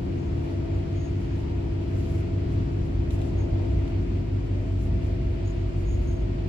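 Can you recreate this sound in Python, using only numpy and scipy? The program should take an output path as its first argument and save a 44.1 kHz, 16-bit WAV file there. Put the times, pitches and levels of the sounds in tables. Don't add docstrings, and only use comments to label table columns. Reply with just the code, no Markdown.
import sys
import numpy as np
from scipy import signal
from scipy.fft import rfft, irfft
from scipy.io import wavfile

SR = 44100
rng = np.random.default_rng(int(sys.argv[2]) if len(sys.argv) > 2 else 0)


def pcm_store(signal):
    levels = np.round(np.clip(np.atleast_2d(signal), -1, 1) * 32767)
    wavfile.write(sys.argv[1], SR, levels.astype(np.int16).T)


N = 285768

# (time [s], floor rumble level [dB], body drone level [dB], wall panel level [dB])
ROLLING_LEVELS = [(0, -33, -32, -48.5), (.5, -33, -35, -49), (1.2, -34, -35, -50), (1.8, -32, -37, -49.5),
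                  (2.5, -34.5, -33, -50.5), (3.0, -29.5, -35, -50.5), (3.5, -29, -33, -45.5),
                  (3.9, -28.5, -34, -50.5), (4.3, -39.5, -33, -50.5), (4.75, -37.5, -34.5, -51),
                  (5.0, -26.5, -32.5, -50.5), (5.5, -35, -35.5, -51), (6.0, -27, -35.5, -49.5),
                  (6.48, -39, -33.5, -52)]
# (frequency [Hz], relative density [dB per Hz])
RUMBLE_COLOUR = [(20, -24.5), (30, -13.5), (40, -13), (60, 1), (76, 0), (88, -22.5), (110, -15.5),
                 (160, -30)]
# (frequency [Hz], relative density [dB per Hz])
DRONE_COLOUR = [(80, -22.5), (96, -4), (110, 1.5), (140, -6.5), (180, -5.5), (220, -11.5), (255, -6.5),
                (275, -11.5), (300, -13), (335, -15), (370, -13), (440, -27), (600, -42.5)]
# (frequency [Hz], relative density [dB per Hz])
PANEL_COLOUR = [(330, -5), (430, -6), (490, 1), (545, -6), (610, -1.5), (645, -5), (720, -6.5),
                (760, -10.5), (850, -10.5), (950, -9), (1150, -22.5), (1500, -22.5)]


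def rolling():
    rumble_db, drone_db, panels_db = in_time(ROLLING_LEVELS)
    out = amp(rumble_db) * patchy_noise(RUMBLE_COLOUR, patchy_db=0.7, rate=4.6)
    out += amp(drone_db) * patchy_noise(DRONE_COLOUR, patchy_db=0.98, rate=3.2)
    out += amp(panels_db) * patchy_noise(PANEL_COLOUR, patchy_db=1.33, rate=5.8)
    return out


# (time [s], gain [dB])
THROB_GAIN = [(0, -0.5), (.4, -1), (.75, 2), (1.1, -1), (1.6, -2), (2.2, 1), (2.55, 1), (2.9, -1.5),
              (3.45, 2), (3.8, 0.5), (4.2, -1), (4.8, 0.5), (5.0, 0), (5.5, -2), (6.0, 0), (6.48, -3)]
BEAT_PEAK_S = .153


def hums():
    throb = amp(in_time(THROB_GAIN)[0])
    beat_start = rng.uniform(0, 2 * np.pi)
    return shaft_hum(throb, beat_start) + motor_hum(throb, beat_start) + motor_comb(beat_start)


# (time [s], turning rate [turns per s])
SHAFT_SPEED = [(0, 18.533), (1.5, 18.512), (3, 18.519), (4, 18.478), (4.8, 18.445), (5.6, 18.31),
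               (6.48, 18.285)]
# (multiple of the turning rate, left level [dB], right level [dB],
# left leads by [radians], gain at the first later stage of slowing [dB], gain at the second [dB])
SHAFT_TONES = [(5, -33, -32, .2, 0, 0), (2, -48, -48, 0, 0, 0), (4, -43, -43, .1, 0, 0),
               (7, -47, -49, .2, 0, 0), (10, -49, -48, -.1, 0, 0), (13, -51, -60, -.8, 0, 0),
               (15, -40, -42, .4, 0, -6), (16, -47.5, -59, 2.9, 0, -1), (17, -52, -59, 1.9, 0, 0),
               (18, -35.3, -49.3, .9, -7, -6), (19, -43, -48, 0, -3, 2), (20, -58, -47, 2.3, 0, 7),
               (21, -47, -59, -.2, -1, -2.5), (23, -53, -51, -1.1, -5, -8), (24, -62, -69, .4, 0, 0),
               (26, -63, -70, 2, 0, 0), (27, -56, -72, -.7, -4, -4), (29, -64, -72, 2, 0, 0),
               (31, -72, -65, 2, 0, 0), (39, -57, -58, -2.5, -6, -6), (40, -66, -74, -2.6, 0, 0)]
SLOWING_STAGES = 18.478, 18.44, 18.32


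def shaft_hum(throb, beat_start):
    speed = in_time(SHAFT_SPEED)[0]
    angle = 2 * np.pi * np.cumsum(speed) / SR
    angle = angle - angle[round(BEAT_PEAK_S * SR)]
    starts = rng.uniform(0, 2 * np.pi, len(SHAFT_TONES))
    starts[0] = beat_start
    out = np.zeros((2, N))
    for (multiple, left_db, right_db, lead, *gains_db), start in zip(SHAFT_TONES, starts):
        slowing_db = np.interp(-speed, -np.array(SLOWING_STAGES), (0, *gains_db))
        level = amp(slowing_db + 0.73 * drift(1.2))
        if multiple == 5:
            level = level * throb
        out += level * sine(round(multiple) * angle + start, left_db, right_db, lead)
    return out


MOTOR_HZ = 48.766
# (time [s], first harmonic [dB], second harmonic [dB], third harmonic [dB])
MOTOR_LEVELS = [(0, -39, -42, -40), (1, -46, -32.5, -40), (2.7, -35, -32, -37.5), (4.2, -32, -31.5, -44),
                (4.8, -30.5, -31.5, -43), (6.48, -31, -33.5, -42)]


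def motor_angle(beat_start):
    return 2 * np.pi * MOTOR_HZ * (np.arange(N) / SR - BEAT_PEAK_S) + beat_start / 2


def motor_hum(throb, beat_start):
    angle = motor_angle(beat_start)
    first_db, second_db, third_db = in_time(MOTOR_LEVELS)
    out = sine(angle, first_db, first_db, 0)
    out += throb * sine(2 * angle, second_db, second_db, 0)
    return out + sine(3 * angle, third_db, third_db, 0)


# (multiple of half the motor pitch, left level [dB], right level [dB])
COMB_TONES = [(17, -58, -61), (20, -64, -60), (21, -63, -70), (25, -63, -65), (28, -70, -68),
              (29, -64, -64), (31, -67, -70), (32, -69, -71), (33, -69, -72), (35, -71, -72),
              (36, -75, -75), (37, -70, -70), (38, -70, -72), (39, -73, -70)]


def motor_comb(beat_start):
    angle = motor_angle(beat_start)
    out = np.zeros((2, N))
    for multiple, left_db, right_db in COMB_TONES:
        phase = multiple * angle / 2 + rng.uniform(0, 2 * np.pi)
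        lead = at_hz(PAIR_LEAD, multiple * MOTOR_HZ / 2)
        out += amp(0.82 * drift(0.98)) * sine(phase, left_db, right_db, lead)
    return out


WHINES_HZ = 658.27, 659.0
WHINE_SINK_HZ_PER_S = .02
WHINES_CANCEL_S = .05
WHINE_DB = -48.5, -53.5
WHINE_LEAD = -1.1
# (time [s], second whine minus first [dB])
WHINES_BALANCE = [(0, 1), (1.5, -3.5), (2.8, -7), (4.4, -1), (5.1, -4), (5.8, -8), (6.48, -8)]


def whines():
    t = np.arange(N) / SR - WHINES_CANCEL_S
    second_share = 1 / (1 + amp(-in_time(WHINES_BALANCE)[0]))
    first_phase = 2 * np.pi * WHINES_HZ[0] * t
    second_phase = 2 * np.pi * (WHINES_HZ[1] - WHINE_SINK_HZ_PER_S * t / 2) * t
    out = (1 - second_share) * sine(first_phase, *WHINE_DB, WHINE_LEAD)
    return out - second_share * sine(second_phase, *WHINE_DB, WHINE_LEAD)


# (time [s], level before colouring [dB])
TICK_TIMES = [(0.7164, -56), (1.2094, -58.5), (3.1068, -40), (3.1904, -50), (3.2155, -45), (3.2215, -48),
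              (3.8776, -47)]
# (frequency [Hz], gain [dB])
TICK_TONE = [(1200, -24), (2400, 9), (3400, 11), (5000, -1.5), (8000, -2), (12000, -14.5), (15000, -7)]
TICK_CRACKS, TICK_SPREAD_S = 3, .004


def ticks():
    t = np.arange(round(.08 * SR)) / SR
    attack = np.minimum(t / .0003, 1)
    shape = attack * (np.exp(-t / .0014) + amp(-22) * np.exp(-t / .015))
    out = np.zeros((2, N))
    for s, db in TICK_TIMES:
        for crack in range(TICK_CRACKS):
            late = TICK_SPREAD_S * (crack + rng.uniform(-0.28, 0.27)) / TICK_CRACKS
            at = round((s + late) * SR)
            noise = rng.standard_normal((2, len(t)))
            out[:, at:at + len(t)] += amp(db - 2.5 * crack) * shape * noise
    hz, pair = heard_by_pair(out)
    return irfft(pair * amp(at_hz(TICK_TONE, hz)), N)


# start [s], rise [s], hold [s], fall [s],
# pitch at the start [Hz], pitch slide [Hz per s], level [dB], left minus right [dB]
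RISING_TONE = (4.52, .04, .13, .08, 555, 560, -52, 3)


def rising_tone():
    return short_tone(RISING_TONE, waver_hz=1.2 * drift(22), flutter_db=0.5 * drift(24), lead=.3)


# (time [s], level [dB])
AIR_LEVEL = [(0, -55.5), (.7, -54.5), (.85, -55), (1.2, -55), (1.35, -54.5), (1.55, -55.5), (2.1, -54.5),
             (2.3, -54.5), (2.5, -54), (2.7, -54.5), (2.9, -55.5), (3.25, -54), (3.5, -54.5), (3.85, -54),
             (4.15, -55.5), (4.28, -56), (4.45, -55.5), (4.85, -56), (5.05, -54.5), (5.6, -55), (6.48, -55)]
# (frequency [Hz], relative density [dB per Hz])
AIR_COLOUR = [(600, -9), (1000, -2.5), (1200, 0.5), (1450, -2), (1700, -2.5), (1900, -1.5), (2120, -1.5),
              (2400, 0), (3000, -4), (3800, -10), (4500, -9.5), (6000, -17), (8000, -24), (11000, -38)]


def vent_air():
    return amp(in_time(AIR_LEVEL)[0]) * patchy_noise(AIR_COLOUR, patchy_db=.7, rate=10.0)


# (frequency [Hz], width [Hz], left level [dB], right level [dB])
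WHISTLE_TONES = [(678, 10, -58, -64), (1132.8, 1, -63.5, -67), (9958, 30, -86, -86)]


def whistles():
    out = np.zeros((2, N))
    for hz, width_hz, left_db, right_db in WHISTLE_TONES:
        tone = narrow(hz, width_hz)
        lag_radians = -at_hz(PAIR_LEAD, hz) % (2 * np.pi)
        lag = round(lag_radians / (2 * np.pi * hz) * SR)
        out += np.array([amp(left_db) * tone[SR - lag:SR - lag + N], amp(right_db) * tone[SR:]])
    return out


# (start [s], rise by 20 dB [s], hold [s], fall by 20 dB [s],
# pitch at the start [Hz], pitch slide [Hz per s], level [dB], left minus right [dB])
FLANGE_SQUEALS = [(0.177, .012, .015, .2, 6630, -200, -69, -1), (.23, .02, .02, .09, 6480, -300, -76, 4),
                  (.7, .03, .03, .06, 7200, -300, -74, -5), (.735, .012, .015, .03, 6720, 0, -72, -3),
                  (.92, .01, .012, .02, 6650, 0, -73, 0), (0.949, 0.015, 0.1, 0.054, 6630, -250, -63, 0),
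                  (.975, .02, 0.03, .09, 6460, -900, -70, 0), (1.122, .03, 0.22, .15, 6560, -200, -79, -1),
                  (3.341, 0.05, 0.014, .09, 6600, -49, -62.5, 1),
                  (3.39, .02, .015, .22, 6380, -200, -72.5, 0), (5.447, .01, 0.055, .015, 6700, 50, -61, 2),
                  (5.54, .02, .06, .03, 6660, -2, -76, 2), (5.84, 0.044, 0.041, 0.11, 6700, -50, -59, 0),
                  (6.03, .015, 0.024, .03, 6570, -300, -63, -3),
                  (6.053, 0.022, 0.032, 0.12, 6560, -200, -58, -3)]
SQUEAL_ROUGH, SQUEAL_SMEAR_HZ = 0.4, 90


def squeals():
    flutter_db, waver_hz = 1.6 * drift(36), 15 * drift(40)
    slips = 1 + SQUEAL_ROUGH * drift(SQUEAL_SMEAR_HZ)
    return slips * sum(short_tone(row, waver_hz, flutter_db, lead=0.92) for row in FLANGE_SQUEALS)


# (start [s], rise by 20 dB [s], hold [s], level [dB])
RUSTLE_BURSTS = [(0.248, 0.19, .08, -72), (.7, .04, .05, -77), (1.163, 0.045, .03, -69.5),
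                 (1.308, .03, .08, -75), (1.747, 0.25, 0.21, -66.5), (2.46, .06, .02, -70),
                 (2.78, .04, 0.062, -74), (3.096, .015, 0.032, -61.5), (3.17, .04, 0.065, -67),
                 (3.617, .04, 0.11, -76.5), (3.863, 0.018, .02, -71), (4.746, 0.056, 0.053, -66.5),
                 (5.0, .04, 0.033, -70.5), (5.65, 0.15, .03, -70.5), (5.883, 0.027, 0.22, -71.5)]
# (frequency [Hz], relative density [dB per Hz])
RUSTLE_COLOUR = [(3500, -12.5), (5800, 0), (7500, -2.5), (9000, -8), (11000, -4), (13500, -17),
                 (15500, -13)]
RUSTLE_FLOOR_DB, RUSTLE_FALL_S = -76.5, 0.069


def rustle():
    power = amp(RUSTLE_FLOOR_DB) ** 2
    for start, rise, hold, db in RUSTLE_BURSTS:
        power = power + amp(db + swell(start, rise, hold, RUSTLE_FALL_S)) ** 2
    return np.sqrt(power) * patchy_noise(RUSTLE_COLOUR, patchy_db=1.6, rate=16.0)


# (frequency [Hz], likeness [0-1])
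PAIR_LIKENESS = [(40, .99), (120, .97), (200, .92), (450, .15), (580, .3), (720, .55), (850, .35),
                 (1000, .45), (1250, .3), (1500, .2), (2000, .1), (6000, .15), (7000, .62), (8800, .96),
                 (10300, .8), (15000, .9)]
# (frequency [Hz], left leads by [radians])
PAIR_LEAD = [(30, 0), (100, .1), (340, .3), (400, -1.3), (480, -3.2), (600, -2.1), (900, -2), (1100, -2.6),
             (1500, -2.5), (3010, -11.4), (6720, -16.6), (8350, -20.9), (9000, -22), (9560, -22.4),
             (11300, -25.2), (12000, -25.4), (13400, -28.3), (14400, -28.6), (15300, -31.4)]
# (frequency [Hz], left minus right [dB])
PAIR_TILT = [(60, 0), (110, 1), (200, 3), (380, 2.5), (450, 1.5), (500, 2.5), (570, 0.5), (650, 6),
             (850, 1), (1000, 2.5), (1290, 1), (2380, 1.0), (4400, 0.0), (8120, -1.5), (15000, 2)]


def heard_by_pair(near):
    hz = np.arange(1, N // 2 + 2) * SR / N
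    alike = np.clip(at_hz(PAIR_LIKENESS, hz), 0, 1)
    left, own = rfft(near)
    shared = alike * left * np.exp(-1j * at_hz(PAIR_LEAD, hz))
    right = shared + np.sqrt(1 - alike ** 2) * own
    half_tilt_db = at_hz(PAIR_TILT, hz) / 2
    return hz, np.array([left * amp(half_tilt_db), right * amp(-half_tilt_db)])


def patchy_noise(colour, patchy_db, rate):
    hz, pair = heard_by_pair(rng.standard_normal((2, N)))
    low, high = colour[0][0], colour[-1][0]
    pair = pair * amp(at_hz(colour, hz)) * (hz > low) * (hz < high)
    out, together = 0, drift(rate / 2)
    for centre in np.arange(np.log2(low), np.log2(high) + .7, .7):
        share = np.clip(1 - abs(np.log2(hz) - centre) / .7, 0, 1)
        swelling = amp(patchy_db * (.35 * together + drift(rate)))
        out = out + swelling * irfft(pair * share, N)
    return out / np.std(out.mean(axis=0))


def short_tone(row, waver_hz, flutter_db, lead):
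    start, rise, hold, fall, hz, slide, level_db, pan_db = row
    since = np.clip(np.arange(N) / SR - start, 0, rise + hold + fall)
    db = level_db + swell(start, rise, hold, fall) + flutter_db
    phase = 2 * np.pi * np.cumsum(hz + slide * since + waver_hz) / SR
    return sine(phase, db + pan_db / 2, db - pan_db / 2, lead)


def swell(start, rise, hold, fall):
    t = np.arange(N) / SR - start - rise
    return 20 * np.minimum(0, np.minimum(t / rise, (hold - t) / fall))


def sine(phase, left_db, right_db, lead):
    return np.sqrt(2) * np.array([amp(left_db) * np.cos(phase), amp(right_db) * np.cos(phase - lead)])


def narrow(hz, width_hz):
    r = np.exp(-np.pi * width_hz / SR)
    poles = [1, -2 * r * np.cos(2 * np.pi * hz / SR), r * r]
    once = signal.lfilter([1, 0, -1], poles, rng.standard_normal(N + SR))
    return rms_one(signal.lfilter([1 - r, 0, r - 1], poles, once))


def drift(rate):
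    r = np.exp(-80 * np.pi * rate / SR)
    noise = rng.standard_normal(N // 40 + 2002)
    slow = signal.lfilter([1], [1, -2 * r, r * r], noise)[2000:]
    return np.interp(np.arange(N) / 40, np.arange(len(slow)), rms_one(slow))


def in_time(rows):
    s, *columns = np.transpose(rows)
    return [np.interp(np.arange(N) / SR, s, c) for c in columns]


def at_hz(points, hz):
    table = np.array(points)
    return np.interp(np.log(hz), np.log(table[:, 0] + 1), table[:, 1])


def amp(db):
    return 10 ** (np.asarray(db) / 20)


def rms_one(x):
    return x / np.sqrt(np.mean(x ** 2) + 1e-20)


def scene():
    machinery = rolling() + hums() + whines()
    events = ticks() + rising_tone() + squeals()
    background = vent_air() + whistles() + rustle()
    return machinery + events + background


def record(dry):
    stopband_hz = 16014
    sos = signal.cheby2(14, 70, stopband_hz, fs=SR, output="sos")
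    lead_in = 2 * dry[:, :1] - dry[:, 256:0:-1]
    return signal.sosfilt(sos, np.hstack([lead_in, dry]))[:, 256:]


dry = scene()
out = record(dry)
pcm_store(out)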